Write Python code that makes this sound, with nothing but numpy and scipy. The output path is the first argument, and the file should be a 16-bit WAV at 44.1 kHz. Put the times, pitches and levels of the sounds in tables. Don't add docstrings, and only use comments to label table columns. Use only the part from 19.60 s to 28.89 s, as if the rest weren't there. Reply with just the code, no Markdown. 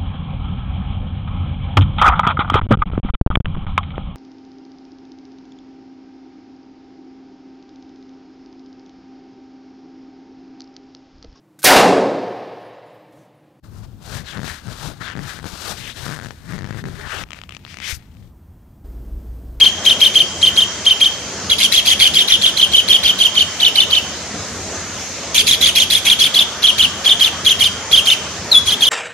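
import sys
import numpy as np
from scipy import signal
from scipy.io import wavfile
from scipy.ndimage import uniform_filter1d

SR = 44100
rng = np.random.default_rng(int(sys.argv[2]) if len(sys.argv) > 2 else 0)


def output_pcm(signal):
    pcm = np.clip(np.atleast_2d(signal).T, -1, 1) * 32767
    wavfile.write(sys.argv[1], SR, np.round(pcm).astype(np.int16))


def boost(x):
    u = np.asarray(x, float) / 20
    return 10 ** u


N = 409688

# first_whistle_s, wait_for_second_s, first_db, second_db, top_pitch_hz
OPENING_CALLS = [(.012, 0.049, -3.5, -6.5, 3260), (0.2634, 0.047, -6, -7.5, 3232),
                 (.416, 0.045, -5.5, -8.5, 3234), (.556, .0475, -6, -7.5, 3244),
                 (0.8289, 0.043, -6, -8, 3218), (0.9749, .045, -7, -10.5, 3250),
                 (1.265, 0.045, -5, -7.5, 3203), (1.414, 0.044, -6.5, -9.5, 3257)]
MIDDLE_CALLS = [(2.0002, .0428, -18, -10, 3310), (2.1345, .0415, -10.5, -8.5, 3386),
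                (2.2687, .0447, -10, -8.5, 3330), (2.4086, .0478, -6, -7.5, 3314),
                (2.5533, .0498, -9, -9, 3328), (2.6944, .0407, -13.5, -9, 3290),
                (2.83, .0456, -10, -13, 3294), (2.983, .0444, -13.5, -6, 3265),
                (3.134, .0464, -7.5, -7, 3252), (3.295, .0488, -7.5, -7, 3308),
                (3.4467, .0439, -9, -7.5, 3275), (3.601, .0486, -9.5, -8, 3290),
                (3.7628, .0445, -9.5, -9, 3227), (4.0157, .0472, -10.5, -7, 3200),
                (4.1671, .0501, -9.5, -12.5, 3160), (4.319, .045, -11, -8.5, 3237)]
CLOSING_CALLS = [(5.7514, 0.041, -14.5, -10.5, 3380), (5.8812, 0.045, -11, -12, 3415),
                 (6.0254, .0501, -9, -12, 3416), (6.167, 0.049, -10, -10.5, 3326),
                 (6.317, 0.049, -13, -18, 3377), (6.4659, 0.047, -12, -8.5, 3360),
                 (6.606, 0.049, -9, -13.5, 3340), (6.7568, 0.049, -8.5, -11.5, 3364),
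                 (7.0394, 0.045, -6.5, -7, 3326), (7.195, 0.041, -7, -7.5, 3280),
                 (7.46, 0.047, -7, -6.5, 3340), (7.61, .049, -7.5, -12, 3290),
                 (7.8625, .0451, -6.5, -8.5, 3340), (8.0081, 0.047, -8.5, -11, 3275),
                 (8.3295, 0.047, -5.5, -7, 3336), (8.471, 0.044, -8.5, -9, 3220),
                 (9.0765, .0438, -12.5, -14, 3368), (9.2215, .0462, -8.5, -11, 3324)]
# start_s, length_s, top_pitch_hz, fall_hz, level_db
LONE_STROKE = (1.913, .024, 3350, 450, -8)
WHISTLE_FALL_HZ = [(210, 310), (310, 350), (360, 500)]
WHISTLE_SWELL_DB = [(0.5, -5.5), (8.2, -3), (1.59, -3)]
LEAD_IN_DB = [(-18, -10), (-13, -6.5), (-14, -6.5)]
SECOND_WHISTLE_S = [.0185, .022, .0215]
# time_s, hiss_db, lead_in_push_db
AIR_PRESSURE = [(0, -28, 1), (.45, -26.5, 3), (.6, -29.5, -2.5), (1.5, -33, -1.5), (1.9, -30, 4.5),
                (2, -20.5, 0), (2.5, -23, -1.5), (2.75, -27, 5), (3.15, -31, -2), (3.35, -26.5, 1),
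                (3.7, -27.5, -6.5), (4.1, -31, 4), (4.4, -30, 1.5), (5.7, -19, 5), (6.5, -22, 1.5),
                (7.2, -29.5, 0.5), (8, -25.5, -1), (9.3, -27, -2.5)]
# time_s, share_0_to_1
LEAF_FLUTTER = [(0, .1), (1.5, .13), (1.9, .3), (2.7, .3), (3, .2), (3.9, .22), (4.4, .32), (5.8, .3),
                (7, .24), (8.5, .18), (9.3, .2)]
# time_s, pitch_hz, level_db
CLEAN_SLIDE = [
    (8.911, 4260, -42),
    (8.917, 4240, -8),
    (8.931, 3800, -4.5),
    (8.937, 3570, -24),
    (8.953, 3450, -1),
    (8.959, 3310, -10),
    (8.973, 3442, -4),
    (8.987, 3397, -13),
    (8.995, 3256, -22),
]
# start_s, length_s, from_hz, to_hz, level_db
RISING_HOOKS = [
    (6.813, 0.015, 3380, 3510, -19),
    (7.507, 0.027, 3350, 3604, -18),
    (9.135, 0.013, 3470, 3600, -22.5),
    (9.275, 0.016, 3340, 3560, -20.5),
]
# time_s, left_right_db, left_lead_radians, overtones_db
HEAD_BEARING = [(0, 3.5, -0.12, -6), (1.5, 0.5, -0.26, -2), (1.9, 0, -0.89, 2), (2.951, 0.5, -0.98, -1),
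                (3.05, 0, 1.5, -1), (3.6, -0.5, 1.03, -2.5), (4.401, 0.5, 1.05, -3),
                (5.702, -0.7, -0.67, 10), (6.4, 0, -0.13, 1), (6.999, 0, 0.66, -1), (7.7, 0.2, 0.45, -0.5),
                (8.6, 0, -0.13, 0), (8.9, 1, 0.025, -0.5), (9.3, 0, -.3, 0.5)]
# frequency_hz, level_db
THROAT_RESONANCE = [(1500, -38), (2200, -13), (2800, -1), (3400, 3.5), (4200, -1), (5200, -17.5),
                    (6500, -17.5), (8000, -18.5), (9800, -10.5), (13000, -20.5)]
# frequency_hz, level_db_per_hz
BEAK_AIR = [(1200, -50), (1900, -24), (2400, -14), (3300, -16), (4400, -14), (5300, -19), (6400, -16),
            (7800, -28), (9700, -19), (11200, -25), (12900, -21), (13300, -25)]
# frequency_hz, level_db_per_hz
BACKGROUND_SPECTRUM = [(25, -28), (50, -23), (84, 2.5), (125, -9), (190, -1), (300, -6.5),
                       (650, -6.5), (850, -10.5), (1700, -11), (3700, -14.5), (6500, -7), (7800, -17.5),
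                (9500, -27.5), (13200, -35)]
# time_s, level_db
WASH_SWELL = [(0, -37.5), (2, -37.5), (2.3, -37.5), (5.6, -37.5), (6.3, -38), (7, -33.5), (9.29, -34.5)]
# frequency_hz, likeness_0_to_1
STEREO_LIKENESS = [(60, 0.97), (130, 1), (280, 0.99), (600, 0.94), (1280, 0.83), (2760, 0.69),
                   (5940, 0.043), (12800, 0.067)]

LEAD_IN_HZ = (1882, 1718)
STEP_DOWN_HZ = 60
FIRST_SHARE = .505
SPENT_DB = -2.5
UNEVEN_FALL = .12
WASH_DB = -27
TOP_EDGE_HZ = 13330


def evened(x):
    return x / np.sqrt(np.mean(abs(x) ** 2) + 1e-20)


def read_spectrum(points, hz):
    f, value = np.transpose(points)
    return np.interp(np.log(hz + 1), np.log(f + 1), value)


def read_over_time(table, s):
    times, *columns = np.transpose(table)
    return [np.interp(s, times, column) for column in columns]


def wander(hz):
    z = rng.standard_normal((2, N)) + 1j * rng.standard_normal((2, N))
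    return evened(signal.sosfilt(signal.butter(2, hz, fs=SR, output="sos"), z))


def noise(spectrum, likeness, patchy_db, size, extra_db=0):
    frames, hz = 4 * N // size + 5, np.fft.rfftfreq(size, 1 / SR)
    a, b, c, d, patches = rng.standard_normal((frames, len(hz), 5)).T
    patches = uniform_filter1d(patches, size=size // 64, axis=0)
    patches = evened(uniform_filter1d(patches, size=8, axis=1))
    same = np.clip(read_spectrum(likeness, hz), -1, 1)[:, None]
    left = a + 1j * b
    right = same * left + np.sqrt(1 - same ** 2) * (c + 1j * d)
    level_db = read_spectrum(spectrum, hz)[:, None] + patchy_db * patches + extra_db
    z = np.array([left, right]) * boost(level_db)
    return evened(signal.istft(z, nperseg=size, noverlap=3 * size // 4)[1][:, :N])


def kingfisher():
    hz, level_db, hiss_db, flutter = gestures()
    pan_db, lead, bright_db = read_over_time(HEAD_BEARING, np.arange(N) / SR)
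    side = np.array([[.5], [-.5]])
    shaken_hz = hz * (1 + 0.0303 * flutter * wander(286)[0].real)
    phase = 2 * np.pi * np.cumsum(shaken_hz) / SR
    overtones_db = []
    for k in range(1, 7):
        brightness_db = bright_db * np.clip(k * hz / 2000 - 2.3, 0, 1)
        overtones_db.append(read_spectrum(THROAT_RESONANCE, k * hz) - 2.1 * k + brightness_db)
    heights = boost(overtones_db)
    heights /= np.sqrt((heights ** 2).sum(0) / 2)
    spin = np.exp(1j * (phase + side * lead))
    tone = boost(level_db) * sum(h * spin ** k for k, h in enumerate(heights, 1))
    slack = np.clip((2700 - hz) / 700, 0, .5)
    tone *= np.sqrt(1 - slack ** 2) + slack * wander(330)[0]
    scatter = np.clip(1.65 * flutter, 0, .9)
    scattering = np.sqrt(1 - scatter ** 2) + scatter * wander(163)
    voiced = ((tone + rising_hooks()) * scattering).real
    puffs = .25 + .85 * abs(wander(300)[0])
    rush = noise(BEAK_AIR, STEREO_LIKENESS, patchy_db=4.0, size=512) * puffs * boost(hiss_db + 5.5)
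    return (voiced + rush) * boost(side * pan_db)


def strokes():
    rows = [(*LONE_STROKE, 0, LEAD_IN_HZ[0], LEAD_IN_DB[1][0], 0)]
    bouts = (OPENING_CALLS, MIDDLE_CALLS, CLOSING_CALLS)
    manners = zip(bouts, WHISTLE_FALL_HZ, WHISTLE_SWELL_DB, LEAD_IN_DB, SECOND_WHISTLE_S)
    for calls, fall_hz, swell, lead, second_s in manners:
        falls = np.array(fall_hz) * (1 + UNEVEN_FALL * rng.standard_normal((len(calls), 2)))
        for (s, wait, first_db, second_db, top), fall in zip(calls, falls):
            rows.append((s, FIRST_SHARE * wait, top + STEP_DOWN_HZ / 2, fall[0], first_db,
                         swell[0], LEAD_IN_HZ[0], lead[0], 0))
            rows.append((s + wait, second_s, top - STEP_DOWN_HZ / 2, fall[1], second_db,
                         swell[1], LEAD_IN_HZ[1], lead[1], SPENT_DB))
    return sorted(rows)


def gestures(lead_s=.0145, leap_s=.007, scratch=0.5, shut_db=-60):
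    knots, last_end, last_db = [], -.1, shut_db
    for s, length, top, fall, db, swell_db, low, lead_db, spent_db in strokes():
        end, early_db, late_db = top - fall, db - swell_db / 2, db + swell_db / 2
        hiss_db, push_db = read_over_time(AIR_PRESSURE, s)
        hiss_db, lead_db = hiss_db + spent_db, lead_db + push_db
        flutter = read_over_time(LEAF_FLUTTER, s)[0]
        gap = s - last_end
        if gap < .04:
            knots += [(last_end + .2 * gap, .7 * end + 300, last_db - 20, hiss_db, flutter),
                      (last_end + .36 * gap, 1.08 * low, lead_db - 6, hiss_db, flutter),
                      (last_end + .52 * gap, low, lead_db, hiss_db, flutter),
                      (last_end + .7 * gap, 1.07 * low, lead_db - 6, hiss_db, flutter)]
        else:
            climb_s = lead_s if gap < 1 else 0.893 * leap_s
            opening_s = s - climb_s - .012 * (gap < 1) - .001
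            knots += [(last_end + .016, 2200, shut_db, shut_db, scratch),
                      (opening_s, .75 * low, shut_db, shut_db, scratch),
                      (s - climb_s, .9 * low, lead_db - 8, hiss_db - 5, scratch),
                      (s - leap_s, 1.1 * low, lead_db + 1.5, hiss_db, scratch)]
        knots += [(s - .45 * leap_s, .83 * top, early_db - 20, hiss_db, flutter),
                  (s, .962 * top, early_db - .6, hiss_db, flutter),
                  (s + .25 * length, .97 * top + .03 * end, early_db, hiss_db, flutter),
                  (s + .75 * length, .45 * top + .55 * end, late_db, hiss_db, flutter),
                  (s + length, end, late_db - 2.0, hiss_db - 1.0, flutter),
                  (s + length + .003, .92 * end, late_db - 17, hiss_db - 4, flutter)]
        last_end, last_db = s + length, late_db
    knots += [(s, hz, db, db - 21.0, .07) for s, hz, db in CLEAN_SLIDE]
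    for k, away_s in ((0, -.004), (-1, .008)):
        knots.append((CLEAN_SLIDE[k][0] + away_s, CLEAN_SLIDE[k][1], shut_db, shut_db, scratch))
    tracks = read_over_time(sorted(knots), np.arange(N) / SR)
    return [uniform_filter1d(track, size=60) for track in tracks]


def rising_hooks():
    out = np.zeros(N + SR, complex)
    for s, length, from_hz, to_hz, db in RISING_HOOKS:
        hz = np.linspace(from_hz, to_hz, round(length * SR))
        glide = np.exp(2j * np.pi * np.cumsum(hz) / SR) * signal.windows.tukey(len(hz), .4)
        out[round(s * SR):][:len(hz)] += boost(db + 7.5) * glide
    return out[:N]


def trees(x, t60, gap_s, top_hz):
    slots = np.arange(0, SR // 2, 24)
    at = slots + rng.integers(0, 24, (2, len(slots)))
    taps = np.zeros((2, SR // 2 + 24))
    bounces = rng.choice([-1., 1.], at.shape) * rng.exponential(1, at.shape)
    np.put_along_axis(taps, at, bounces, 1)
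    t = np.arange(taps.shape[1]) / SR
    taps *= boost(-60 * t / t60) * np.clip(t / gap_s, 0, 1)
    dull = signal.sosfilt(signal.butter(1, top_hz, fs=SR, output="sos"), x)
    return signal.oaconvolve(dull, taps / np.linalg.norm(taps[0]), axes=1)[:, :N]


def wash():
    t = np.arange(N // 512 + 5) * 512 / SR
    hz = np.fft.rfftfreq(2048, 1 / SR)[:, None]
    middle = np.exp(-np.log(hz / 1300 + 1e-9) ** 2 / 0.24)
    swell_db = (read_over_time(WASH_SWELL, t)[0] + 38.0) * middle
    gusts_db = 3 * np.cos(2 * np.pi * 2.02 * (t - 4.95)) * np.clip((hz - 8500) / 2000, 0, 1)
    hiss = noise(BACKGROUND_SPECTRUM, STEREO_LIKENESS, patchy_db=1.55, size=2048,
                 extra_db=swell_db + gusts_db)
    return boost(WASH_DB) * hiss


def scene():
    bird = kingfisher()
    near_echo = boost(-5.5) * trees(bird, t60=0.24, gap_s=0.0015, top_hz=15800)
    far_echo = boost(-16.0) * trees(bird, t60=0.77, gap_s=0.11, top_hz=4400)
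    return bird + near_echo + far_echo + wash()


def thinned(x, contrast=.4, holes=.9, hole_db=-45):
    hz, t, z = signal.stft(x, SR, nperseg=1024, noverlap=768)
    size, hz = abs(z).mean(0) + 1e-9, hz[:, None]
    prominence = np.clip(size / uniform_filter1d(size, size=7, axis=0), 0, 1.6)
    gain = prominence ** (contrast * (hz > 330))
    strips = uniform_filter1d(rng.standard_normal(size.shape), size=11, axis=0)
    strips = evened(uniform_filter1d(strips, size=16, axis=1))
    valleys = .5 * np.cos(2 * np.pi * (hz - 8000) / 3000)
    quiet = (size.max(0) < .02) * (hz < 9500)
    depth = np.clip(6 * (strips + valleys - holes - quiet), 0, 1)
    gain *= boost(hole_db * depth * (hz > 7300))
    return signal.istft(z * gain, SR, nperseg=1024, noverlap=768)[1][:, :N]


def band_limit(x):
    return signal.sosfilt(signal.butter(12, 13380, fs=SR, output="sos"), x)


def record(dry):
    rounded = dry / (1 + abs(dry / .9) ** 4) ** .25
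    top_edge = signal.firwin(511, TOP_EDGE_HZ, window=("kaiser", 9), fs=SR)
    mix = signal.oaconvolve(thinned(rounded), top_edge[None], "same")
    return band_limit(np.clip(mix, -1, 1))


dry = scene()
out = record(dry)
output_pcm(out)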